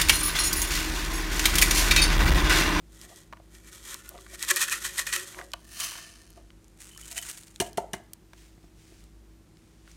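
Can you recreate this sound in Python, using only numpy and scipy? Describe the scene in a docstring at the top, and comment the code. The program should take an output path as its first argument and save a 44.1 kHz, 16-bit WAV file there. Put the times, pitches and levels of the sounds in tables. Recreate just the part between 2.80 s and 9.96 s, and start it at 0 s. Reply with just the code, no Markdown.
"""Small beads slide and slosh in a star-shaped plastic jar, tilted and shaken close to the microphone.
Their many contacts ring the jar's walls; dents in the walls sound the enclosed air. The beads run into
a palm and trickle onto a plate of slime. The jar is set down on the table with three knocks, then hands
brush and tap a flat box as it is picked up. A faint hum fills the small room."""
import sys
import numpy as np
from scipy import signal
from scipy.fft import rfft, irfft, next_fast_len
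from scipy.io import wavfile

SR = 44100
rng = np.random.default_rng(int(sys.argv[2]) if len(sys.argv) > 2 else 0)


def dump_mix(stems):
    """Bounce the given channels to the path in sys.argv[1] as a 16-bit WAV at rate SR."""
    frames = np.atleast_2d(stems).T  # one column per channel
    limited = np.clip(frames, -1, 1)  # hard clip at full scale
    pcm = np.round(limited * 32767).astype(np.int16)
    wavfile.write(sys.argv[1], SR, pcm)


N = 315756
TIME = np.arange(N) / SR

# jar landings (time [s], edge level [dB], slap delay [s], slap level [dB], slap centre [Hz])
KNOCKS = [(4.801, -24, .0165, -32, 447), (4.9737, -34, 0.0069, -25, 740), (5.133, -33, 0.00391, -37, 1100)]
# fingers rubbing the jar (peak [s], level [dB], rise [s], fall [s], centre [Hz])
RUBS = [(.245, -56.5, 0.0071, .012, 700), (.33, -50, 0.029, 0.005, 655), (1.314, -53, 0.013, 0.013, 794),
        (1.35, -43.5, 0.013, 0.017, 720), (2.595, -43, 0.03, 0.026, 950), (3.579, -51.5, 0.01, 0.022, 700)]
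# modes of the enclosed air (frequency [Hz], width [Hz], level [dB])
AIR_MODES = [(367, 18, 0), (555, 24, -10)]


def from_db(db):
    """Decibels to gain."""
    return 10 ** (np.asarray(db) / 20)


def unit_rms(x):
    """Scale to unit rms."""
    return x / np.sqrt(np.mean(x ** 2) + 1e-20)


def power_sum(gains):
    """Joint gain of independent sounds."""
    return np.sqrt(sum(gain ** 2 for gain in gains))


def add(out, time_s, sound):
    """Mix a short sound in at time_s."""
    at = max(0, round(time_s * SR))
    out[at:at + len(sound)] += sound[:N - at]


def through(x, response):
    """Convolve, keeping the input length."""
    return signal.oaconvolve(x, response)[:len(x)]


def butter(x, order, hz, kind):
    """Causal Butterworth filter."""
    return signal.sosfilt(signal.butter(order, hz, kind, fs=SR, output="sos"), x)


def wander(rate_hz, size=N):
    """Random drift of about unit spread."""
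    return np.interp(2 * rate_hz * TIME[:size], np.arange(2000), rng.standard_normal(2000))


def swell(peak_s, db, rise_db_per_s, fall_db_per_s, hold_s=0):
    """Gain that rises, holds and falls, linear in dB."""
    before_s = np.maximum(peak_s - TIME, 0)
    after_s = np.maximum(TIME - peak_s - hold_s, 0)
    return from_db(db - np.minimum(rise_db_per_s * before_s + fall_db_per_s * after_s, 200))


def surge(peak_s, db, rise_s, fall_s, size=16384):
    """Start time and gain curve of a brief bead avalanche or rub."""
    start_s = max(peak_s - .1, 0)
    t = start_s + TIME[:size] - peak_s
    age = np.where(t < 0, -t / max(rise_s, 1e-3), t / max(fall_s, 1e-3))
    return start_s, from_db(db) * np.exp(-np.minimum(age, 20) ** 1.19)


def colour(spectrum, size=8192):
    """Minimum-phase response from (frequency [Hz], level [dB]) points."""
    hz, db = np.transpose(spectrum)
    grid_hz = np.maximum(np.fft.rfftfreq(size, 1 / SR), 1)
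    gain = from_db(np.interp(np.log(grid_hz), np.log(hz), db))
    cepstrum = irfft(np.log(gain))
    cepstrum[1:size // 2] *= 2
    cepstrum[size // 2 + 1:] = 0
    return irfft(np.exp(rfft(cepstrum)))


def body(spectrum, modes, modes_db, size=8192):
    """Unit-energy contact response: a coloured click plus ringing modes."""
    t = TIME[:size]
    response = colour(spectrum)
    for k, (hz, width_hz, db) in enumerate(modes):
        gain = (-1) ** k * from_db(db + modes_db) * 2 * np.pi * width_hz / SR
        response += gain * np.exp(-np.pi * width_hz * t) * np.sin(2 * np.pi * hz * t)
    return response / np.linalg.norm(response)


def collisions(flow, per_s, spread_db):
    """Random contacts, per_s at a flow of -40 dB; more flow brings more and harder ones."""
    size = len(flow)
    chance = np.clip(per_s * np.sqrt(flow / from_db(-40)) / SR, 1e-4, .8)
    strength_db = spread_db * np.minimum(rng.exponential(1, size), 4)
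    impulses = unit_rms(from_db(strength_db) * rng.choice([-1, 1], size))
    return flow * impulses * (rng.random(size) < chance) / np.sqrt(chance)


def blow(responses, db, shares_db, contact_s, squash_s=0.000057, strike=4, window_s=0.02):
    """An impulse and a short scuff ring each response; soft things squash and start gently."""
    t = TIME[:len(responses[0])]
    scuff = rng.standard_normal(len(t)) * np.exp(-t / contact_s) * (1 - np.exp(-t / squash_s))
    force = scuff + strike * (t == 0)
    rings = [through(force, response) for response in responses]
    sound = sum(from_db(share) * ring / np.linalg.norm(ring) for ring, share in zip(rings, shares_db))
    return from_db(db) * np.sqrt(window_s * SR) * sound / np.linalg.norm(sound)


def hum_and_air(air_db=-58, waver_hz=1.3):
    """Wavering motor and mains tones beat over a low rush of air."""
    # air noise (frequency [Hz], relative level [dB])
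    air_spectrum = [(25, -34), (45, 5.5), (65, -5.5), (120, -12), (165, -10), (220, -7), (275, -14),
                    (360, -10), (450, -19), (700, -23), (1300, -26.5), (3000, -31), (9000, -33.5),
                    (12000, -38.5), (16000, -51)]
    # hum (frequency [Hz], rms level [dB], waver depth [ratio])
    tones = [(53.8, -59.5, 0.13), (52.4, -62.5, .2), (102.3, -65, 0.18), (157.8, -74.5, 0.22),
             (162.1, -68, 0.25), (324.3, -65.5, 0.064), (11800, -96.5, .45), (14300, -86, 0.53)]
    out = from_db(air_db) * unit_rms(through(rng.standard_normal(N), colour(air_spectrum)))
    for hz, db, waver in tones:
        amplitude = np.sqrt(2) * from_db(db) * (1 + waver * wander(waver_hz))
        out += amplitude * np.sin(2 * np.pi * hz * TIME + waver * wander(waver_hz))
    return out


def room(x, t60_s=0.41, wall_cut_hz=1700, gap_s=0.0091, size=22050):
    """Dull, short reflections of a small room."""
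    t = TIME[:size]
    tail = rng.standard_normal(size) * from_db(-60 * t / t60_s) * (t > gap_s)
    return through(x, butter(tail / np.linalg.norm(tail), 1, wall_cut_hz, "low"))


def hollow_echo(x, delay_s=0.059, level_db=-10, band_hz=(520, 630)):
    """One late, narrow-band reflection."""
    out = np.zeros(N)
    add(out, delay_s, from_db(level_db) * butter(x, 2, band_hz, "band"))
    return out


def brushing(rise_db_per_s=235, fall_db_per_s=112):
    """Skin rubs over card and table with a fine grain."""
    # hand strokes (start [s], length [s], level [dB])
    strokes = [(5.584, 0.06, -60), (5.827, 0.018, -69.5), (5.998, 0.2, -62), (6.791, 0.23, -71),
               (7.093, 0.024, -59.5)]
    # skin friction (frequency [Hz], level [dB])
    spectrum = [(200, -15), (1000, -0.5), (2200, 8), (4000, 5), (6500, 6), (9500, 2.5), (11000, -4.5),
                (16000, -7.5)]
    flow = power_sum(swell(s, db, rise_db_per_s, fall_db_per_s, hold_s) for s, hold_s, db in strokes)
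    return through(collisions(flow, per_s=36000, spread_db=4.0), body(spectrum, [], modes_db=0))


def touched_wall(centre_hz, db_per_octave, modes_db):
    """Wall response to skin, falling off either side of a centre."""
    # wall under a finger (frequency [Hz], width [Hz], level [dB])
    modes = [(365, 35, -2.5), (542, 35, 2), (697, 61, 6.5), (950, 66, 1), (1190, 110, 2), (1400, 130, -3.5),
             (1950, 300, -1), (2980, 150, 7)]

    def loss_db(hz):
        return db_per_octave * np.abs(np.log2(hz / centre_hz))
    spectrum = [(hz, -loss_db(hz)) for hz in np.geomspace(50, 16000, 30)]
    return body(spectrum, [(hz, width_hz, db - loss_db(hz)) for hz, width_hz, db in modes], modes_db)


def fingers():
    """Fingertips tap, and slip over the plastic in small jerks."""
    # taps on jar and box (time [s], level [dB], centre [Hz])
    taps = [(0.526, -46, 1330), (0.533, -45, 1230), (0.57, -59, 1300), (0.599, -55, 596),
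            (1.148, -50, 1290), (1.387, -53.5, 1000), (1.4642, -53, 1340), (1.532, -54, 745),
            (2.588, -42.5, 1000), (2.613, -45, 1520), (2.7347, -37, 3020), (2.7371, -37.5, 1230),
            (3.118, -50, 1190), (3.154, -49, 1190), (3.186, -49.5, 1220), (5.533, -53, 1820),
            (5.778, -53.5, 170), (5.84, -58.5, 278), (6.122, -57, 173), (7.076, -57.5, 1550)]
    out = np.zeros(N)
    for time_s, db, hz in taps:
        wall = touched_wall(hz, db_per_octave=10, modes_db=2)
        add(out, time_s, blow([wall], db, [0], contact_s=0.0016, squash_s=0.0008, strike=1.1))
    for *shape, hz in RUBS:
        start_s, flow = surge(*shape)
        slips = collisions(flow, per_s=3300, spread_db=2.0)
        add(out, start_s, through(slips, touched_wall(hz, db_per_octave=11.5, modes_db=14)))
    return out


def knocks(slap_db_per_octave=17):
    """The shell rings as the jar lands: an edge hits, then the face slaps flat."""
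    # jar against the table (frequency [Hz], width [Hz], level [dB])
    shell_modes = [(85, 24, -8), (158, 100, -1), (230, 88, 6), (305, 150, -22), (375, 39, 20.5),
                   (610, 82, -19), (693, 59, 11), (905, 40, 10.5), (1710, 440, 3), (2080, 35, 3),
                   (2920, 200, -2), (4240, 210, -2), (6140, 1300, -7.5), (6400, 760, -4.5),
                   (9570, 350, -15.5)]
    # limits of the thump, hollow, clack, crack and fizz bands (frequency [Hz])
    limits_hz = [55, 500, 1100, 2400, 6000, 16500]
    # edge hit's share per band (level [dB])
    edge_shares_db = [0.5, -6, -4, -0.5, -1]
    shell = body([(50, 42), (250, 42), (6000, 19), (10000, 19), (16000, 7)], shell_modes, modes_db=39.5)
    bands = [butter(shell, 3, band_hz, "band") for band_hz in zip(limits_hz, limits_hz[1:])]
    centres_hz = np.sqrt(np.multiply(limits_hz[:-1], limits_hz[1:]))
    out = np.zeros(N)
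    for time_s, edge_db, delay_s, slap_db, slap_hz in KNOCKS:
        slap_shares_db = -slap_db_per_octave * np.abs(np.log2(centres_hz / slap_hz))
        add(out, time_s, blow(bands, edge_db, edge_shares_db, contact_s=0.0077))
        add(out, time_s + delay_s, blow(bands, slap_db, slap_shares_db, contact_s=0.0039))
    return out


def cavity_ring(flow, beads_db=-39, fingers_db=-7):
    """Beads and fingers flex the walls; the enclosed air holds a fairly even, hollow note."""
    ring = through(rng.standard_normal(N), body([(100, -60), (1000, -60)], AIR_MODES, modes_db=0))
    envelope = np.abs(signal.hilbert(ring, next_fast_len(N))[:N])
    even_ring = unit_rms(ring / envelope ** .75)
    rubs = [swell(s, db + fingers_db, rise_db_per_s=500, fall_db_per_s=130) for s, db, *_ in RUBS]
    drive = power_sum([from_db(beads_db) * np.sqrt(flow)] + rubs)
    return butter(drive * even_ring, 6, 320, "high")


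def cavity_booms():
    """The heap dents the wall and the enclosed air booms."""
    # dents (peak [s], level [dB], rise [dB/s], fall [dB/s])
    dents = [(1.15, -55.5, 900, 250), (1.51, -55.5, 596, 92), (1.717, -37, 1801, 264), (1.85, -59, 398, 70),
             (2.09, -54.5, 400, 90), (2.375, -46.5, 221, 101), (2.572, -48, 1200, 155),
             (2.605, -48, 400, 700)]
    note = sum(from_db(db) * np.sin(2 * np.pi * hz * TIME + wander(width_hz))
               for hz, width_hz, db in AIR_MODES)
    return power_sum(swell(*dent) for dent in dents) * unit_rms(note)


def slime_plips(decay_cycles=5.2, size=2048):
    """Beads land on soft slime, each ringing for a few cycles."""
    # landings (time [s], peak [dB], pitch [Hz])
    landings = [(4.162, -50, 1110), (4.179, -44, 1760), (4.189, -47, 1320), (4.266, -52, 1450),
                (4.389, -47, 714), (4.452, -42, 1500), (4.462, -51, 1240), (4.474, -51, 980)]
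    out, t = np.zeros(N), TIME[:size]
    for time_s, db, hz in landings:
        add(out, time_s, from_db(db) * np.exp(-t * hz / decay_cycles) * np.sin(2 * np.pi * hz * t))
    return out


def rim_pings(rim_hz=3030, width_hz=56, size=4096):
    """Single beads catch on the neck and ring its stiff rim; the jar's first landing on the table rings it too."""
    # catches, and rim rings from the first landing (time [s], peak [dB])
    catches = [(4.113, -47), (4.135, -48), (4.149, -47), (4.163, -46), (4.228, -43), (4.245, -47),
               (4.29, -47), (4.364, -38), (4.377, -34), (4.387, -29.5), (4.427, -37.5), (4.801, -28),
               (4.863, -44)]
    out, t = np.zeros(N), TIME[:size]
    ping = np.exp(-np.pi * width_hz * t) * np.sin(2 * np.pi * rim_hz * t)
    for time_s, db in catches:
        add(out, time_s, from_db(db) * ping)
    return out


def bead_ticks(snap_s=0.0008, tail_s=0.003, tail_db=-20, size=2048):
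    """Lone beads snap on the hard wall, which rustles briefly; one bright snap is the second edge of the jar's
    first landing."""
    # loudest hits (time [s], peak [dB], centre [Hz])
    hits = [(.2143, -27.5, 6400), (.25, -37.5, 7000), (.3605, -35, 7000), (.7505, -36.5, 5630),
            (1.1435, -20, 7500), (1.2625, -39, 3000), (1.3785, -36, 2950), (1.2911, -21.5, 11800),
            (1.5942, -26, 6700), (1.6267, -15, 6400), (1.6495, -21, 7000), (1.7613, -9, 9000),
            (1.8975, -16, 7060), (1.8828, -28, 6000), (2.0605, -24, 7000), (2.2675, -26, 7000),
            (2.328, -12, 4200), (2.398, -22, 7000), (2.4585, -46, 7100), (2.546, -31.5, 2180),
            (2.7183, -32, 6650), (2.736, -22.5, 4950), (3.5037, -36.5, 9500), (3.704, -38.5, 2680),
            (3.844, -43.5, 6470), (3.881, -47, 7800), (4.1758, -30, 7900), (4.3141, -23.5, 7500),
            (4.327, -28, 7500), (4.4152, -29, 10800), (4.5135, -26, 7450), (4.279, -35, 7500),
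            (4.452, -31, 6000), (4.5745, -31, 7000), (4.682, -41.5, 6000), (4.6345, -35.5, 7140),
            (4.76, -30, 4900), (4.8143, -16.5, 8500), (4.9312, -37, 8700), (5.334, -23, 8460),
            (6.2398, -41, 8040), (6.7707, -46, 4600), (7.116, -41.5, 6100)]
    out, t = np.zeros(N), TIME[:size]
    envelope = np.exp(-t / snap_s) + from_db(tail_db) * np.exp(-t / tail_s)
    for time_s, db, hz in hits:
        band_hz = [0.44 * hz, min(1.6 * hz, SR / 2 - 1000)]
        grit = rng.standard_normal(size) * envelope
        snap = butter(butter(grit, 1, band_hz, "band"), 1, band_hz, "band")
        add(out, time_s, from_db(db) * snap / np.abs(snap).max())
    return through(out, colour([(1000, 0.031), (9500, -0.67), (11000, 0.24), (16000, 0.0)]))


def wall_spot(spectrum, modes, modes_db, detune, place_db):
    """Response of a random spot on the wall, with its own mode pitches and strengths."""
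    hz, width_hz, db = np.transpose(modes)
    shift, place = rng.standard_normal((2, len(hz)))
    return body(spectrum, zip(hz * (1 + detune * shift), width_hz, db + place_db * place), modes_db)


def bead_bursts(events, spectrum, modes, per_s, spread_db, spots=3):
    """Clusters of contacts sweep over several wall spots, shifting in colour."""
    out = np.zeros(N)
    for *shape, ring_db in events:
        start_s, flow = surge(*shape)
        flow = flow * from_db(2.4 * wander(130, len(flow)))
        shares = np.exp([wander(35, len(flow)) for _ in range(spots)])
        for share in shares / np.linalg.norm(shares, axis=0):
            wall = wall_spot(spectrum, modes, ring_db, detune=.018, place_db=3)
            add(out, start_s, through(share * collisions(flow, per_s, spread_db), wall))
    return out


def bead_stream(flow, spectrum, modes, modes_db, per_s, spread_db, detune, place_db, roam_hz=4, spots=4):
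    """A running heap roams over several wall spots, shifting in colour."""
    shares = np.exp([wander(roam_hz) for _ in range(spots)])
    shares /= np.linalg.norm(shares, axis=0)
    contacts = collisions(flow, per_s, spread_db)
    spot_hit = rng.integers(0, spots, N)
    out = np.zeros(N)
    for spot, share in enumerate(shares):
        wall = wall_spot(spectrum, modes, modes_db, detune, place_db)
        out += through(contacts * (spot_hit == spot) * share * np.sqrt(spots), wall)
    return out


def stick_slip(flow, depth_db, spurt_hz):
    """The heap sticks and slips, moving in small spurts."""
    return flow * from_db(depth_db * wander(spurt_hz))


def open_flow(jolt_delay_s=0.0084, jolt_db=-15.5):
    """Bead motion with the jar open: pours, and settling after each knock."""
    # runs through the neck (peak [s], level [dB], rise [dB/s], fall [dB/s])
    pours = [(3.032, -33, 141, 68.5), (3.18, -47, 200, 117), (3.31, -55.5, 75, 44.5),
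             (3.42, -58.5, 502, 131.5), (3.587, -58.5, 136, 502.5), (4.003, -47.5, 899, 83),
             (4.24, -48, 83.5, 33), (4.501, -39, 149, 317), (4.58, -52.5, 205, 93.5),
             (4.863, -48.5, 215, 450)]
    jolts = [swell(s + jolt_delay_s, db + jolt_db, rise_db_per_s=3000, fall_db_per_s=269)
             for s, db, *_ in KNOCKS]
    return power_sum(jolts + [swell(*pour) for pour in pours])


def beads_poured(flow, palm_opens_s=3.8, muffle_hz=8500):
    """Beads run into a cupped palm, duller as it fills, then patter from the open neck."""
    # clumps leaving the neck (peak [s], level [dB], rise [s], fall [s], ring [dB])
    clumps = [(3.001, -28, 0.00089, 0.0092, -13), (3.013, -34, 0.0031, 0.0074, 5.5),
              (3.045, -27.5, 0.0085, 0.007, 0), (3.088, -37, 0.0081, 0.0071, -4),
              (4.322, -40, 0.011, 0.0086, 11), (4.379, -32.5, .015, 0.014, 9),
              (4.427, -37, 0.0034, 0.011, 6), (4.577, -40.5, 0.003, 0.0051, -12)]
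    # contacts in the palm and from the open neck (frequency [Hz], level [dB])
    palm_spectrum = [(150, -50), (450, -9), (780, -12), (1000, 0.5), (3700, 7), (6500, 9), (9300, 7.5),
                     (11000, 3), (16000, -3)]
    pour_spectrum = [(150, -59), (500, 0.5), (800, -5), (1200, 6.5), (2000, 8), (3600, 6), (4900, 5),
                     (6500, 10), (9300, 11), (11000, 1.5), (12500, 2.5), (16000, -6)]
    # jar cupped by the palm, and open (frequency [Hz], width [Hz], level [dB])
    cupped_modes = [(676, 17, 7.5), (1174, 104, 2.5), (1790, 60, 7), (2620, 41, 5), (3130, 150, 10),
                    (4170, 83, 4.5), (6500, 150, 4.5), (8500, 570, 0)]
    open_modes = [(686, 25, 6), (950, 27, 3), (1250, 200, -5), (1910, 92, -3), (3054, 46, 5),
                  (6400, 240, -2), (8960, 180, -4)]
    # muffling by the palm (time [s], share [0-1])
    muffling = [(3.03, 0), (3.28, 1), (3.6, 1), (3.9, 0)]
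    cupped = TIME < palm_opens_s
    palm_clumps = [clump for clump in clumps if clump[0] < palm_opens_s]
    open_clumps = [clump for clump in clumps if clump[0] >= palm_opens_s]
    out = bead_stream(flow * cupped, palm_spectrum, cupped_modes, modes_db=3.5,
                      per_s=26000, spread_db=6.5, detune=0.0067, place_db=4.0)
    out += bead_bursts(palm_clumps, palm_spectrum, cupped_modes, per_s=14000, spread_db=4.0)
    trickle = stick_slip(flow * ~cupped, depth_db=2.5, spurt_hz=54.6)
    out += bead_stream(trickle, pour_spectrum, open_modes, modes_db=-1.0,
                       per_s=22000, spread_db=6.0, detune=0.012, place_db=7.5)
    out += bead_bursts(open_clumps, pour_spectrum, open_modes, per_s=8900, spread_db=5.0)
    share = np.interp(TIME, *np.transpose(muffling))
    return (1 - share) * out + share * butter(out, 1, muffle_hz, "low")


def closed_flow():
    """Bead motion with the jar closed: slides on tilting, churn during shaking."""
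    # slides (peak [s], level [dB], rise [dB/s], fall [dB/s])
    slides = [(0.229, -47.5, 163, 132), (.31, -50, 150, 152), (0.375, -51.5, 192, 247),
              (0.745, -54.5, 457, 188), (.92, -53.5, 67, 9.5), (1.138, -42, 168, 230),
              (1.25, -56, 206, 54.5), (1.547, -41, 653, 279), (2.53, -57, 300, 195),
              (2.597, -49.5, 123, 439)]
    churn = swell(peak_s=1.604, db=-43.5, rise_db_per_s=346, fall_db_per_s=115, hold_s=0.88)
    return power_sum([churn] + [swell(*slide) for slide in slides])


def beads_in_jar(flow, low_cut_hz=750):
    """Beads slide along the wall and each shake throws them against it; the closed jar rings."""
    # shakes (peak [s], level [dB], rise [s], fall [s], ring [dB])
    shakes = [(1.627, -32.5, 0.0062, 0.018, 10), (1.685, -27, 0.0033, 0.042, -3),
              (1.711, -15, 0.011, 0.0054, 13), (1.768, -20.5, 0.0062, 0.011, 8),
              (1.826, -21, 0.023, 0.02, 7), (1.885, -27, 0.0067, 0.0045, 10.5),
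              (1.923, -24.5, 0.014, 0.025, 9.5), (2.051, -28.5, 0.01, 0.029, 7.5),
              (2.181, -23, 0.0041, 0.0089, 6), (2.195, -23.5, 0.0081, 0.018, 10),
              (2.268, -29, 0.0027, 0.023, 12.5), (2.333, -25, 0.01, 0.048, 9.5)]
    # bead on plastic (frequency [Hz], level [dB])
    spectrum = [(150, -56.5), (400, -24), (750, -9.5), (1100, 1.5), (1900, -8), (3200, 2.5), (4900, 0),
                (6500, 4.5), (9300, 3), (11000, -3.5), (12500, -1.5), (16000, -17.5)]
    # jar with its mouth covered (frequency [Hz], width [Hz], level [dB])
    modes = [(541, 22, -3), (1110, 12, -9.5), (1336, 57, 1), (1450, 110, -4.5), (1784, 96, 6.5),
             (1927, 87, 6), (2496, 100, 3), (3100, 170, -7.5), (4490, 58, -5.5)]
    sliding = bead_stream(flow, spectrum, modes, modes_db=4.0,
                          per_s=25000, spread_db=4.0, detune=0.059, place_db=4.5)
    shaken = bead_bursts(shakes, spectrum, modes, per_s=5500, spread_db=5.0)
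    return butter(sliding + shaken, 3, low_cut_hz, "high")


def scene():
    """Mono mix: beads and hands up close; the knocks carry further into the room."""
    sliding = stick_slip(closed_flow(), depth_db=4.0, spurt_hz=22)
    beads = beads_in_jar(sliding) + beads_poured(open_flow()) + rim_pings() + slime_plips()
    near = beads + bead_ticks() + cavity_ring(sliding) + cavity_booms() + brushing() + fingers()
    landings = knocks()
    reflections = hollow_echo(landings) + room(from_db(-15) * near + from_db(-11) * landings)
    return (near + landings + reflections + hum_and_air())[None]


def record(dry):
    """Band-limit to 36-16200 Hz."""
    high_cut = signal.ellip(10, .2, 80, 16200, fs=SR, output="sos")
    return signal.sosfilt(high_cut, butter(dry, 4, 36, "high"))


dry = scene()
out = record(dry)
dump_mix(out)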